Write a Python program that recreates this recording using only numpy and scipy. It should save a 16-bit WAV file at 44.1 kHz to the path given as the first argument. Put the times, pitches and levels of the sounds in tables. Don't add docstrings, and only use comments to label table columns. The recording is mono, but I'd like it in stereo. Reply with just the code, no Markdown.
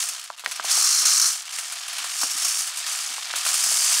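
import sys
import numpy as np
from scipy import signal
from scipy.fft import rfft, irfft
from scipy.io import wavfile
from scipy.ndimage import uniform_filter1d

SR = 44100
rng = np.random.default_rng(int(sys.argv[2]) if len(sys.argv) > 2 else 0)


def persist_wave(psi):
    counts = np.round(np.clip(psi, -1, 1) * 32767).astype(np.int16)
    wavfile.write(sys.argv[1], SR, np.atleast_2d(counts).T)


N = 176400

# (time [s], bright ticks [dB], dull patter [dB])
RICE_FLOW = [(0.0, -25, -35), (0.11, -35.5, -44.5), (0.13, -36.5, -40.5), (0.29, -50.5, -49.5),
             (0.36, -58, -52), (0.435, -59.5, -51), (0.50, -41.5, -44), (0.63, -49, -41), (0.645, -39, -42),
             (0.695, -26.5, -31), (0.715, -20.5, -33.5), (1.01, -22, -38), (1.047, -28, -33.5),
             (1.056, -21, -33.5), (1.27, -21.5, -37.5), (1.44, -41, -44.5), (1.51, -39, -42),
             (1.55, -32, -38), (1.575, -34.5, -40.5), (1.85, -40.5, -40.5), (2.02, -37.5, -36),
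             (2.19, -28.5, -40), (2.22, -27.5, -39), (2.36, -31, -39), (2.44, -26, -36.5),
             (2.61, -26.5, -40), (2.73, -39, -40), (2.79, -30.5, -40.5), (2.858, -41, -35.5),
             (2.87, -29.5, -35.5), (3.02, -30, -38), (3.22, -38.5, -39), (3.352, -41, -36.5),
             (3.36, -29, -34), (3.44, -33, -36.5), (3.47, -26, -33), (3.61, -23, -34.5), (3.78, -21, -34.5),
             (4.0, -22, -31)]
# (time [s], level [dB])
RICE_CLUMPS = [(0.025, -25), (0.043, -46), (0.087, -22), (0.193, -35.5), (0.239, -32.5), (0.376, -39),
               (0.394, -36.5), (0.444, -34.5), (0.475, -36), (0.488, -46), (0.512, -25), (0.519, -43.5),
               (0.558, -31), (0.637, -32), (0.648, -24.5), (0.709, -22), (1.053, -17.5), (1.585, -23.5),
               (1.722, -27), (1.88, -28.5), (1.929, -29.5), (1.982, -25.5), (2.042, -28), (2.195, -31),
               (2.212, -20.5), (2.233, -22), (2.305, -25.5), (2.375, -22), (2.42, -24.5), (2.446, -19.5),
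               (2.482, -21), (2.589, -23.5), (2.606, -28), (2.672, -24.5), (2.772, -24), (2.864, -26),
               (2.923, -29), (3.137, -30), (3.357, -21.5), (3.378, -35), (3.45, -20.5), (3.465, -22),
               (3.488, -21), (3.541, -18), (3.636, -17.5), (3.723, -22), (3.919, -18)]
# (frequency [Hz], level [dB])
TICK_TONE = [(300, -77), (1000, -38), (3900, -27), (4500, -1), (5100, 0), (6000, 1.45), (8000, 1.26),
             (9700, 0), (11200, -7.5), (13000, -13.5), (15700, -18)]
# (frequency [Hz], level [dB])
PATTER_TONE = [(60, -63), (250, -29), (520, -20.5), (700, -3), (870, -4.5), (1200, 1.5), (2000, 1.5),
               (2900, 4), (4800, 2.5), (8000, -1.5), (15000, -22)]
# (time [s], ring compared with the ticks [dB])
STEEL_CONTACT = [(0, -9), (.6, -3), (.72, -3), (.9, 1), (1.27, 1), (1.5, -16), (2.1, -13), (2.22, -2),
                 (2.6, -5), (2.75, -16), (4, -19)]
# (time [s], level [dB])
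SLOPE_CONTACT = [(1.3, -2), (1.5, -8)]
# (pitch [Hz], level [dB], time to fade 60 dB [s], place [0 base, 1 slope])
WALL_NOTES = [(1136, 0, 0.028, 0), (1268, 2, 0.023, 0), (1510, -7, 0.013, 1), (4203, 7, 0.039, 1),
              (4750, -2, 0.052, 1), (5445, 6.5, 0.026, 0), (5540, 9, 0.066, 0), (5920, 2, 0.036, 0),
              (6006, 10, 0.053, 1), (6190, -3.5, 0.064, 1), (6270, 4, 0.059, 0), (6810, 3, 0.067, 1),
              (6760, 3, 0.12, 0)]
# (time [s], snap level [dB], pitch [Hz], thump level [dB])
BAG_POPS = [(.302, -16, 1080, -57), (0.4387, -24.5, 1070, -50), (.4612, -6.5, 1880, -49),
            (0.4726, -32, 800, -39.5), (0.5975, -12, 1250, -45.5), (0.6452, -20, 816, -51.5),
            (0.7759, -20.5, 870, -43), (1.029, -31.5, 840, -49), (1.586, -16.5, 2200, -69),
            (2.0445, -20.5, 1250, -71), (2.217, -26, 1000, -63), (2.2325, -13.5, 1180, -37),
            (3.099, -36, 1190, -48), (3.182, -22, 1060, -63), (3.304, -19, 1700, -64),
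            (3.338, -12.5, 1360, -41), (3.464, -14.5, 1250, -67), (3.49, -26, 1210, -61),
            (3.665, -25, 1200, -58), (3.719, -26, 885, -39)]
# (frequency [Hz], level [dB])
THUMP_TONE = [(50, -19), (130, -10.5), (260, 2), (550, 7), (1000, -4), (3000, -45)]
# (time [s], level [dB])
BOWL_KNOCKS = [(1.76, -57), (1.947, -53), (2.011, -54), (2.233, -40), (2.35, -46), (3.11, -54),
               (3.667, -51)]
# (pitch [Hz], level [dB], time to fade 60 dB [s])
BOWL_NOTES = [(161, -10.5, 0.036), (292, 2.5, 0.059), (375, -17, 0.13)]
# (frequency [Hz], level [dB])
AIR_TONE = [(25, -8), (60, 5), (200, 3), (700, -2), (3000, -4), (15000, -3)]
# (frequency [Hz], gain of the side signal [dB])
STEREO_WIDTH = [(200, -14), (2000, -26), (4000, -22.5), (6000, -18), (8000, -9), (14000, -9)]
# (frequency [Hz], left compared with right [dB])
STEREO_BALANCE = [(200, .5), (1200, -0.5), (4500, -1), (8000, -2.6), (12000, 0.8)]

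TICKS_PER_S, PATTERS_PER_S, FULL_FLOW_DB = 1100, 2200, -25
RATE_DB_PER_DB, PATTER_BOOST_DB, SIZE_SPREAD_DB = 0.5933, 5, 3
SURGES_PER_S, SURGE_S, SURGE_SHARE = 360, 0.0044, 0.2
TOUCH_S, RATTLE_S, RATTLE_DB = 0.001, 0.005, 8
CLUMP_S, CLUMP_GRAINS_PER_S, FIRST_GRAIN_DB = 0.013, 4000, 6
CLUMP_DULL_DB, CLUMP_DULL_SHARE = -3, 0.46
STRAYS_PER_S, STRAY_DB, CLEAN_TICK_S = 150, -15, 0.0012
DETUNE = 0.006
SNAP_CYCLES, THUMP_S = 0.8, 0.014
CRACK_S, CRACK_DB, CRACK_AT_HZ, CRACK_DB_PER_OCTAVE = 0.0007, -13.5, 1460, 15.5
ECHO_DELAY_S, ECHO_FADE_S, ECHO_DB = 0.00238, 0.0013, -10
HANDLING_SIDE_DB, HANDLING_SPREAD_S = 7.5, 0.0015
AIR_DB, HUM_DB, HUM_HZ = -73.5, -88, 98
ROOM_FADE_S, ROOM_MID_DB, ROOM_SIDE_DB = 0.2, -15.5, -5.5


def rice():
    bright_db, dull_db = curve(RICE_FLOW, column=1), curve(RICE_FLOW, column=2)
    hard_hits = stream(bright_db, TICKS_PER_S)
    soft_hits = undb(PATTER_BOOST_DB) * stream(dull_db, PATTERS_PER_S)
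    clump_hits = clumps()
    stray_hits = strays((bright_db + dull_db) / 2)
    crisp = land(clump_hits + stray_hits, lambda: burst(CLEAN_TICK_S, size=256))
    on_heap = undb(CLUMP_DULL_DB + CLUMP_DULL_SHARE * (dull_db - bright_db))
    ticks = [through(part, tone(TICK_TONE)) for part in land(hard_hits, grain_click) + crisp]
    patter = [through(part, tone(PATTER_TONE)) for part in land(soft_hits, grain_click) + on_heap * crisp]
    steel_hits = (hard_hits + clump_hits) * undb(curve(STEEL_CONTACT))
    return steel_ring(steel_hits) + ticks + patter


def stream(db, per_s):
    rate = per_s * undb(RATE_DB_PER_DB * (db - FULL_FLOW_DB))
    return grains(undb(db) * surging(), rate)


def surging():
    t = np.arange(SR // 10) / SR
    starts = (rng.random(N) < SURGES_PER_S / SR) * 1.
    surges = np.abs(through(starts, np.exp(-t / SURGE_S)))
    surges /= uniform_filter1d(surges, size=4000) + 0.013
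    return np.sqrt(1 - SURGE_SHARE + SURGE_SHARE * surges)


def grains(gain, per_s):
    lands = rng.random(N) < per_s / SR
    sizes = undb(SIZE_SPREAD_DB * np.clip(rng.standard_normal(N), -2, 1.6))
    hits = lands * sizes * rng.choice([-1, 1], N)
    power = np.abs(uniform_filter1d(hits ** 2, size=1000))
    return gain * hits / np.sqrt(power + 1e-4)


def grain_click():
    return unit(burst(TOUCH_S, size=1024) + undb(RATTLE_DB) * burst(RATTLE_S, size=1024))


def clumps():
    shower, first_grains, t = np.zeros(N), np.zeros(N), np.arange(SR // 10) / SR
    for at, db in RICE_CLUMPS:
        add(shower, at, undb(db) * np.exp(-t / CLUMP_S))
        add(first_grains, at, undb([db + FIRST_GRAIN_DB]))
    return first_grains + grains(shower, CLUMP_GRAINS_PER_S)


def strays(db):
    hits = (rng.random(N) < STRAYS_PER_S / SR) * rng.uniform(-0.85, 1, N)
    return undb(db + STRAY_DB) * hits * np.sqrt(SR / STRAYS_PER_S)


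def land(hits, response, spots=16):
    spot = rng.integers(spots, size=N)
    return np.array([sum(through(hits * (spot == k), response()) for k in range(spots))
                     for _ in range(2)])


def steel_ring(hits, spots=12):
    out, size = np.zeros((2, N)), 4096
    spot, on_slope = rng.integers(spots, size=N), undb(curve(SLOPE_CONTACT))
    total = np.sqrt(sum(undb(db) ** 2 for _, db, _, _ in WALL_NOTES))
    for k in range(spots):
        here = hits * (spot == k)
        for channel in out:
            base, slope = np.zeros((2, size))
            for hz, db, fade_s, place in WALL_NOTES:
                pitch = hz * (1 + DETUNE * rng.uniform(-1.16, 1))
                part = slope if place > .5 else base
                part += undb(db) / total * ring([(pitch, 0, fade_s)], size)
            channel += through(here, base) + through(here * on_slope, slope)
    return cut_bass(out, hz=1400, order=4)


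def bag_pops():
    snaps, thumps, t = np.zeros(N), np.zeros(N), np.arange(4096) / SR
    crack_band = signal.butter(2, (1800, 7500), "band", fs=SR, output="sos")
    for at, db, hz, thump_db in BAG_POPS:
        age = hz * t / SNAP_CYCLES
        snap = np.sin(2 * np.pi * hz * t) * 2 * age * np.exp(1 - 2 * age)
        crack_db = CRACK_DB + CRACK_DB_PER_OCTAVE * np.log2(hz / CRACK_AT_HZ)
        hiss = 2 * signal.sosfilt(crack_band, rng.standard_normal(len(t)))
        crack = undb(crack_db) * np.exp(-t / CRACK_S) * hiss
        add(snaps, at, undb(db) * (snap + crack))
        add(snaps, at + ECHO_DELAY_S, undb(db + ECHO_DB) * through(snap, burst(ECHO_FADE_S)))
        thump = through(burst(THUMP_S), tone(THUMP_TONE))
        add(thumps, at, undb(thump_db) * peak(thump))
    return thumps + cut_bass(snaps, hz=580, order=3)


def bowl_knocks():
    out = np.zeros(N)
    for at, db in BOWL_KNOCKS:
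        knock = through(burst(decay_s=0.004), ring(BOWL_NOTES, size=8000))
        add(out, at, undb(db) * peak(knock))
    return cut_bass(out, hz=120, order=2)


def room_echo(sound):
    return through(sound, burst(ROOM_FADE_S / np.log(1000), size=20000))


def kitchen():
    air = through(rng.standard_normal(N), tone(AIR_TONE))
    hum = np.sqrt(2) * np.sin(2 * np.pi * HUM_HZ * np.arange(N) / SR)
    return undb(AIR_DB) * air + undb(HUM_DB) * hum


def undb(db):
    return 10 ** (np.asarray(db) / 20)


def curve(table, column=1):
    table = np.array(table)
    return np.interp(np.arange(N) / SR, table[:, 0], table[:, column])


def unit(x):
    return x / np.sqrt(np.sum(x ** 2))


def peak(x):
    return x / np.abs(x).max()


def gains(table, size):
    hz, db = np.array(table).T
    return undb(np.interp(np.log(np.fft.rfftfreq(size, 1 / SR) + 1), np.log(hz), db))


def tone(table, size=2048):
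    cepstrum = irfft(np.log(gains(table, size)))
    cepstrum[1:size // 2] *= 2
    cepstrum[size // 2 + 1:] = 0
    return unit(irfft(np.exp(rfft(cepstrum)))[:size // 2])


def through(x, response):
    return signal.oaconvolve(x, response)[:N]


def burst(decay_s, size=4096):
    return unit(rng.standard_normal(size) * np.exp(-np.arange(size) / SR / decay_s))


def ring(notes, size):
    t, out = np.arange(size) / SR, np.zeros(size)
    for hz, db, fade_s in notes:
        wave = np.sin(2 * np.pi * (hz * t + rng.random()))
        out += undb(db) * unit(wave * np.exp(-np.log(1000) * t / fade_s))
    return unit(out)


def add(out, at_s, sound):
    start = max(int(at_s * SR), 0)
    out[start:start + len(sound)] += sound[:N - start]


def cut_bass(x, hz, order):
    return signal.sosfilt(signal.butter(order, hz, "high", fs=SR, output="sos"), x)


def scene():
    mid, side = rice()
    handling = bag_pops() + bowl_knocks()
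    mid = mid + handling
    spread = through(handling, burst(HANDLING_SPREAD_S))
    side = side + undb(HANDLING_SIDE_DB) * spread + undb(ROOM_SIDE_DB) * room_echo(mid)
    side = irfft(rfft(side) * gains(STEREO_WIDTH, N), N)
    mid = mid + undb(ROOM_MID_DB) * room_echo(mid) + kitchen()
    lean = np.sqrt(gains(STEREO_BALANCE, N))
    left = irfft(rfft(mid + side) * lean, N)
    right = irfft(rfft(mid - side) / lean, N)
    return np.array([left, right])


def record(dry):
    top_hz = 15650
    return signal.sosfilt(signal.ellip(10, .2, 80, top_hz, fs=SR, output="sos"), dry)


dry = scene()
out = record(dry)
persist_wave(out)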